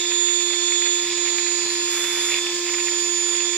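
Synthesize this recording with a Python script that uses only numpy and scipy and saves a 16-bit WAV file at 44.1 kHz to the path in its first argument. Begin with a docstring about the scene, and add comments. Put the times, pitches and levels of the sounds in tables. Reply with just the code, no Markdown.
"""A high, steady whine over rushing air: a small electric pump empties a plastic air bed, close by.
The ten-blade impeller makes the whine, the unbalanced shaft hums below it, and air flutters and
sputters through the valve. Room reflections make the blade tones swell and fade at each ear.
About two seconds in, the motor speeds up slightly and the plastic hisses and rustles for half a second."""
import sys
import numpy as np
from scipy import signal
from scipy.fft import rfft, irfft
from scipy.io import wavfile

SR = 44100
rng = np.random.default_rng(int(sys.argv[2]) if len(sys.argv) > 2 else 0)


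def dump_mix(stems):
    """Bounce the given channels to the path in sys.argv[1] as a 16-bit WAV at rate SR."""
    frames = np.atleast_2d(stems).T  # one column per channel
    limited = np.clip(frames, -1, 1)  # hard clip at full scale
    pcm = np.round(limited * 32767).astype(np.int16)
    wavfile.write(sys.argv[1], SR, pcm)


N = 157437
T, HZ = np.arange(N) / SR, np.fft.rfftfreq(N, 1 / SR)
BLADES, MAINS_HZ = 10, 100


# Rides for the three blade tones, before their trims: time_s, left_db, right_db, left_lead_rad
LOW_WHINE = [(0.01, -37.2, -27.5, 0.1), (0.1, -37, -25.5, 1.5), (0.33, -42.7, -25, -4),
             (0.64, -35, -23.5, -4.5), (0.93, -36, -25.5, -5), (1.12, -35.5, -34.5, -6.5),
             (1.31, -43.4, -29.5, -7.9), (1.58, -39, -41, -8.5), (1.61, -42, -32, -3.5),
             (1.81, -32.5, -37.5, -4), (2.04, -37.5, -24, -6), (2.23, -43.9, -26, -6), (2.48, -33, -27, -5),
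             (2.58, -36, -42, -4.5), (2.63, -48.5, -36, -7), (2.93, -52, -33, -9), (3.02, -59, -34, -2),
             (3.56, -44, -28, -2)]
MAIN_WHINE = [(0.01, -39.5, -27.0, -3.0), (0.06, -36.5, -29.3, -3.6), (0.14, -35.8, -24.0, -4.3),
              (0.22, -36.6, -21.3, -3.7), (0.41, -44.1, -23.9, -2.1), (0.56, -45.1, -27.1, -1.5),
              (0.73, -40.4, -23.4, -2.9), (0.93, -35.5, -23.5, -2.9), (1.1, -36.0, -30.9, -4.7),
              (1.2, -44.9, -25.5, -6.7), (1.25, -51.3, -24.7, -8.5), (1.39, -41.2, -25.6, -8.3),
              (1.54, -48.2, -24.5, -7.8), (1.68, -35.2, -29.6, -5.5), (1.9, -37.4, -27.6, -3.4),
              (2.1, -44.9, -30.8, -3.5), (2.2, -35.1, -29.8, -4.1), (2.31, -33.4, -26.9, -4.8),
              (2.41, -40.9, -31.1, -5.2), (2.48, -48.2, -39.6, -6.9), (2.55, -42.6, -29.8, -7.8),
              (2.62, -44.7, -33.5, -8.8), (2.72, -40.9, -27.1, -11.4), (2.85, -36.1, -26.9, -11.0),
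              (3.2, -37.3, -24.7, -12.6), (3.45, -38.7, -25.0, -11.8), (3.53, -52.7, -26.9, -11.5)]
TOP_WHINE = [(0.01, -58, -66, 0), (0.42, -54, -49, -2), (0.77, -60, -50, 3.2), (1.081, -56.3, -53.0, -1.5),
             (1.181, -57.6, -63, -1.5), (1.47, -55, -48.5, -2.1), (2.18, -44, -56, 0.5),
             (2.37, -57, -55.9, -0.5), (2.85, -52, -49, -3.5), (3.01, -47, -54, -0.8),
             (3.29, -46, -46.5, 0.9), (3.56, -59.9, -57, 2)]

def impeller(shaft):
    """Passing blades chop the air into three harmonics, the second the strongest and purest."""
    return (blade_tone(shaft, LOW_WHINE, harmonic=1, trim_db=-1, rough=0.12, rate_hz=88)
            + blade_tone(shaft, MAIN_WHINE, harmonic=2, trim_db=5, rough=0.032, rate_hz=47)
            + blade_tone(shaft, TOP_WHINE, harmonic=3, trim_db=0.5, rough=0.3, rate_hz=14))


def blade_tone(shaft, ride, harmonic, trim_db, rough, rate_hz):
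    """One harmonic of the passing blades; reflections shift its level and phase at each ear."""
    phase = harmonic * BLADES * shaft + rng.uniform(0, 2 * np.pi)
    left = amp(curve(ride)) * tone(phase + curve(ride, column=3), rough, rate_hz)
    right = amp(curve(ride, column=2)) * tone(phase, rough, rate_hz)
    return amp(trim_db) * np.array([left, right])


# Tuning of the main whine, two cycles per passing blade: time_s, pitch_hz
WHINE_PITCH = [(0, 6985), (.5, 6983), (.78, 6977), (1.1, 6976), (1.4, 6972), (1.62, 6967), (1.9, 6968),
               (2.05, 6984), (2.32, 6994), (2.62, 6990), (2.9, 6982), (3.2, 6975), (3.57, 6977)]

def shaft_angle(ripple_hz=0.36, jitter_hz=0.067):
    """The shaft's turning in radians; its speed drifts, jitters and ripples with the mains."""
    ripple = ripple_hz * np.sin(2 * np.pi * MAINS_HZ * T)
    speed_hz = curve(WHINE_PITCH) / (2 * BLADES) + ripple + jitter_hz * wander(30)
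    return 2 * np.pi * np.cumsum(speed_hz) / SR


# Colour of the rushing air: freq_hz, left_db_per_hz, right_db_per_hz
AIR_COLOUR = [(30, -100, -95), (65, -90, -98), (100, -83, -82.5), (131, -83.5, -86), (180, -81.5, -77.5),
              (214, -81, -82.5), (330, -72.5, -78.5), (405, -74.5, -87), (424, -72.5, -69), (570, -79, -77),
              (617, -72.5, -73), (620, -81, -82.5), (820, -79.5, -76), (890, -73.5, -71),
              (1320, -75.5, -75.5), (1580, -76, -76.5), (1990, -73.5, -71), (2590, -74.5, -62),
              (2900, -91, -68.5), (3410, -69, -61), (4080, -77.5, -63.5), (5030, -64.5, -63),
              (5460, -68, -63), (5620, -69.5, -62.5), (6560, -68, -67), (7150, -76, -60.5),
              (7780, -65, -63.5), (8110, -71, -76), (9260, -78.5, -82), (9740, -86.5, -92),
              (15000, -91, -93.5)]
# Swell of the air, of which each band takes a small share: time_s, contour_db
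AIR_SWELL = [(0.0, -37), (0.24, -60), (0.55, -41), (0.76, -40), (1.01, -41), (1.62, -35), (2.1, -34.5),
             (3.25, -36.5), (3.57, -39)]

def airflow(trim_db=-1.48, waver_db=1.17, flicker_db=0.68):
    """Air rushes through the pump, each band wavering on its own over a shared flicker."""
    air_spectrum = rfft(rush(AIR_COLOUR)) * reflections()
    contour = curve(AIR_SWELL)
    flicker = flicker_db * wander(78)
    centres_hz = [0, 900, 2300, 3600, 4800, 6200, 8000, 12000]
    air = 0
    for hz, weights in zip(centres_hz, np.eye(len(centres_hz))):
        band = irfft(air_spectrum * np.interp(HZ, centres_hz, weights), N)
        share = np.interp(hz, [2050, 4060, 6400, 8850], [0.076, 0.064, 0.2, 0.0])
        swell = share * (contour - contour.mean())
        air = air + band * amp(trim_db + swell + flicker + waver_db * wander(13.6))
    return air


def reflections(spread_db=1.1, spacing_hz=70, above_hz=1800):
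    """Reflections in the housing and the room leave fine steady peaks and dips in the air's colour."""
    grid_hz = np.arange(0, SR / 2, spacing_hz)
    peaks_db = spread_db * rng.standard_normal((2, len(grid_hz))) * (grid_hz > above_hz)
    return amp([np.interp(HZ, grid_hz, ear) for ear in peaks_db])


# Fader ride of the shaft hum: time_s, level_db
HUM_LEVEL = [(0.01, -31), (0.09, -29), (0.27, -30.5), (0.59, -29), (0.85, -30), (1.13, -28.5),
             (1.28, -29.5), (1.81, -29), (2.35, -30), (2.51, -27.7), (3.27, -29.5), (3.56, -29)]
# Partials of the hum: harmonic, relative_db, roughness
HUM_PARTIALS = [(1, -3.5, .05), (2, -34, 0.74), (3, -17.5, 0), (4, -32.5, 0), (5, -15.5, 0.07),
                (7, -34.5, 0.7), (9, -28, 0.78), (11, -42, 0.4)]

def motor(shaft, mains_db=-71):
    """The unbalanced shaft shakes the housing, mostly at odd harmonics, over a faint mains hum."""
    hum = sum(amp(db) * tone(harmonic * shaft + rng.uniform(0, 2 * np.pi), rough, rate_hz=19.6)
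              for harmonic, db, rough in HUM_PARTIALS)
    mains = amp(mains_db) * np.sqrt(2) * np.sin(2 * np.pi * MAINS_HZ * T)
    return hum * amp(curve(HUM_LEVEL)) * pan(-0.4, 0.4) + mains


# Two breathy resonances of the air path: time_s, pitch_hz, right_level_db
LOW_RING = [(0, 3720, -30), (.3, 3717, -34.5), (.65, 3775, -34.5), (1.1, 3856, -36), (1.7, 4155, -32),
            (2, 4200, -44), (2.6, 3464, -50), (3, 3405, -42), (3.3, 3446, -34), (3.57, 3424, -37)]
HIGH_RING = [(0, 4450, -37), (.35, 4385, -35), (.65, 4370, -32), (1.1, 4550, -36.5), (1.7, 4765, -30.5),
             (2.1, 4886, -38.5), (2.6, 4790, -34.5), (3.57, 4680, -34.5)]

def air_ring(track, width_hz, left_db):
    """Noise rings in a resonance that drifts in pitch as the bed empties."""
    phase = 2 * np.pi * np.cumsum(curve(track)) / SR
    ears = np.array([wander(width_hz / 2) * np.cos(phase) + wander(width_hz / 2) * np.sin(phase)
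                     for _ in range(2)])
    return ears * amp(curve(track, column=2)) * pan(left_db, 0)


# Sputter cues: centre_s, length_s, level_db
SPUTTERS = [(0.12, 0.015, -28.5), (0.286, 0.023, -32.5), (0.527, 0.0091, -37), (0.537, .014, -28.5),
            (.56, 0.0098, -34), (.683, 0.012, -33), (0.725, 0.0096, -32), (0.822, 0.007, -30),
            (.865, 0.019, -26), (1.082, 0.031, -32), (1.128, 0.016, -31), (1.26, .008, -29),
            (1.281, .014, -27.5), (1.385, 0.0052, -23), (1.398, 0.0031, -27), (1.468, .009, -29.5),
            (1.879, 0.0072, -28.5), (2.311, 0.026, -31), (2.351, 0.053, -26.5), (2.469, 0.0056, -23),
            (2.69, 0.017, -28), (2.745, .014, -30.5), (2.786, 0.0089, -27), (2.802, .007, -29),
            (2.871, .007, -34), (2.885, 0.01, -29), (2.923, .007, -37), (3.092, 0.0059, -42),
            (3.326, 0.01, -35), (3.355, 0.0063, -27), (3.38, .012, -32), (3.406, 0.0068, -29)]
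# EQ of the valve: freq_hz, gain_db
VALVE_EQ = [(300, -27.5), (900, -15.5), (1450, -14.5), (1950, -2.5), (2500, 1.5), (3000, -9), (3600, -6.5),
            (5000, -16), (9000, -36.5)]

def valve(flutter_db=-38.5, surge_db=4.5):
    """Air flutters past the soft valve and breaks into sputters, each a run of tiny uneven pops."""
    surge = surge_db * amp(curve(HISS_LEVEL))  # harder while the plastic hisses
    flutter = amp(flutter_db + surge) * unit(uneven_gain(spread_db=2.5, rate_hz=73.4))
    sputter_power = sum(amp(db) ** 2 * np.exp(-(2 * (T - centre_s) / length_s) ** 2)
                        for centre_s, length_s, db in SPUTTERS)
    pops = irfft(noise_pair(), N) * uneven_gain(spread_db=5, rate_hz=595)
    pops = unit(irfft(rfft(pops) * amp(spectrum(VALVE_EQ)), N))
    return pops * np.sqrt(flutter ** 2 + sputter_power) * pan(-2.5, 2)


# Fader ride of the plastic's hiss: time_s, gain_db
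HISS_LEVEL = [(1.86, -40), (1.9, -6), (1.93, -1), (2.1, -2), (2.26, -2), (2.3, -3.5), (2.37, -8.5),
              (2.42, -16), (2.5, -40)]
# Colour of the hiss: freq_hz, left_db_per_hz, right_db_per_hz
HISS_COLOUR = [(200, -92, -97), (600, -78, -79), (1285, -70, -71.5), (2210, -66, -63.5), (3163, -88, -80),
               (5000, -75, -80), (8000, -75, -78), (9400, -69.5, -73.5), (11800, -79, -77.5),
               (12930, -75, -94), (15000, -78, -91)]

def plastic_hiss(top_fade_db_per_s=14, flicker_db=0.86):
    """The plastic hisses as air is drawn past it, its top end growing duller."""
    since_onset_s = np.maximum(T - HISS_LEVEL[1][0], 0)
    hiss = rush(HISS_COLOUR)
    top = irfft(rfft(hiss) * np.clip((HZ - 11500) / 1500, 0, 1), N)
    hiss = hiss - top + top * amp(-top_fade_db_per_s * since_onset_s)
    return hiss * amp(curve(HISS_LEVEL) + flicker_db * wander(60))


# Fader ride of the crinkles: time_s, level_db
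CRINKLE_LEVEL = [(0, -53), (1.3, -56), (1.8, -39), (2.5, -35), (3.2, -40), (3.57, -57)]
# EQ of the crinkles: freq_hz, gain_db
CRINKLE_EQ = [(1000, -27), (4000, 6), (8000, -1), (11000, -22), (15000, -9)]

def plastic_crinkle(snaps_per_s=1800, spread_db=5):
    """The plastic crinkles faintly throughout in a dense spray of tiny snaps."""
    hits = rng.random((2, N)) < snaps_per_s / SR
    snaps = hits * amp(spread_db * np.minimum(rng.exponential(1, (2, N)), 3))
    crinkles = unit(irfft(rfft(snaps) * amp(spectrum(CRINKLE_EQ)) * (HZ > 200), N))
    return crinkles * amp(curve(CRINKLE_LEVEL)) * pan(0, -3)


# Stereo image of the air, valve and hiss: freq_hz, coherence, left_lead_rad
NOISE_IMAGE = [(50, .85, 0), (300, .96, 0), (1300, .93, 0), (2500, .75, 0), (3300, .35, .8),
               (4400, .4, 2.8), (7500, .45, 3.3), (14000, .2, 6)]

def noise_pair():
    """Spectra of white noise at two ears, alike in the bass and drifting apart in the treble."""
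    left, independent = rfft(rng.standard_normal((2, N)))
    coherence = spectrum(NOISE_IMAGE)
    right = coherence * left + np.sqrt(1 - coherence ** 2) * independent
    return np.array([left, right * np.exp(-1j * spectrum(NOISE_IMAGE, column=2))])


def rush(colour):
    """Noise with a given density at each ear."""
    density = amp([spectrum(colour), spectrum(colour, column=2)])
    return irfft(noise_pair() * density, N) * np.sqrt(SR / 2)


def tone(phase, rough, rate_hz):
    """A partial that turbulence shakes in level and phase."""
    carrier = (1 + rough * wander(rate_hz)) * np.cos(phase)
    return np.sqrt(2) * (carrier + rough * wander(rate_hz) * np.sin(phase))


def uneven_gain(spread_db, rate_hz):
    """A randomly moving gain with its peaks capped."""
    return amp(spread_db * np.minimum(wander(rate_hz), 2))


def wander(rate_hz):
    """Smooth random motion at unit RMS, mostly slower than rate_hz."""
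    return unit(irfft(rfft(rng.standard_normal(N)) / (1 + (HZ / rate_hz) ** 4) * (HZ > 0), N))


def curve(rows, column=1):
    """One column of a table over time."""
    rows = np.array(rows)
    return np.interp(T, rows[:, 0], rows[:, column])


def spectrum(rows, column=1):
    """One column of a table over log frequency."""
    rows = np.array(rows)
    return np.interp(np.log(HZ + 1), np.log(rows[:, 0]), rows[:, column])


def pan(left_db, right_db):
    return amp([[left_db], [right_db]])


def amp(db):
    return 10 ** (np.asarray(db) / 20)


def unit(x):
    return x / np.sqrt(np.mean(x ** 2) + 1e-20)


def scene():
    """The mix: hum and whine locked to one shaft, with air, valve and plastic around them."""
    shaft = shaft_angle()
    rings = air_ring(LOW_RING, width_hz=410, left_db=-6)
    rings += air_ring(HIGH_RING, width_hz=530, left_db=-18.5)
    pump = motor(shaft) + impeller(shaft) + airflow() + rings
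    return pump + valve() + plastic_hiss() + plastic_crinkle()


def record(dry, cutoff_hz=15250):
    """A steep high cut on the whole mix."""
    lowpass = signal.firwin(511, cutoff_hz, window=("kaiser", 9), fs=SR)
    return signal.oaconvolve(dry, lowpass[None], "same")


dry = scene()
out = record(dry)
dump_mix(out)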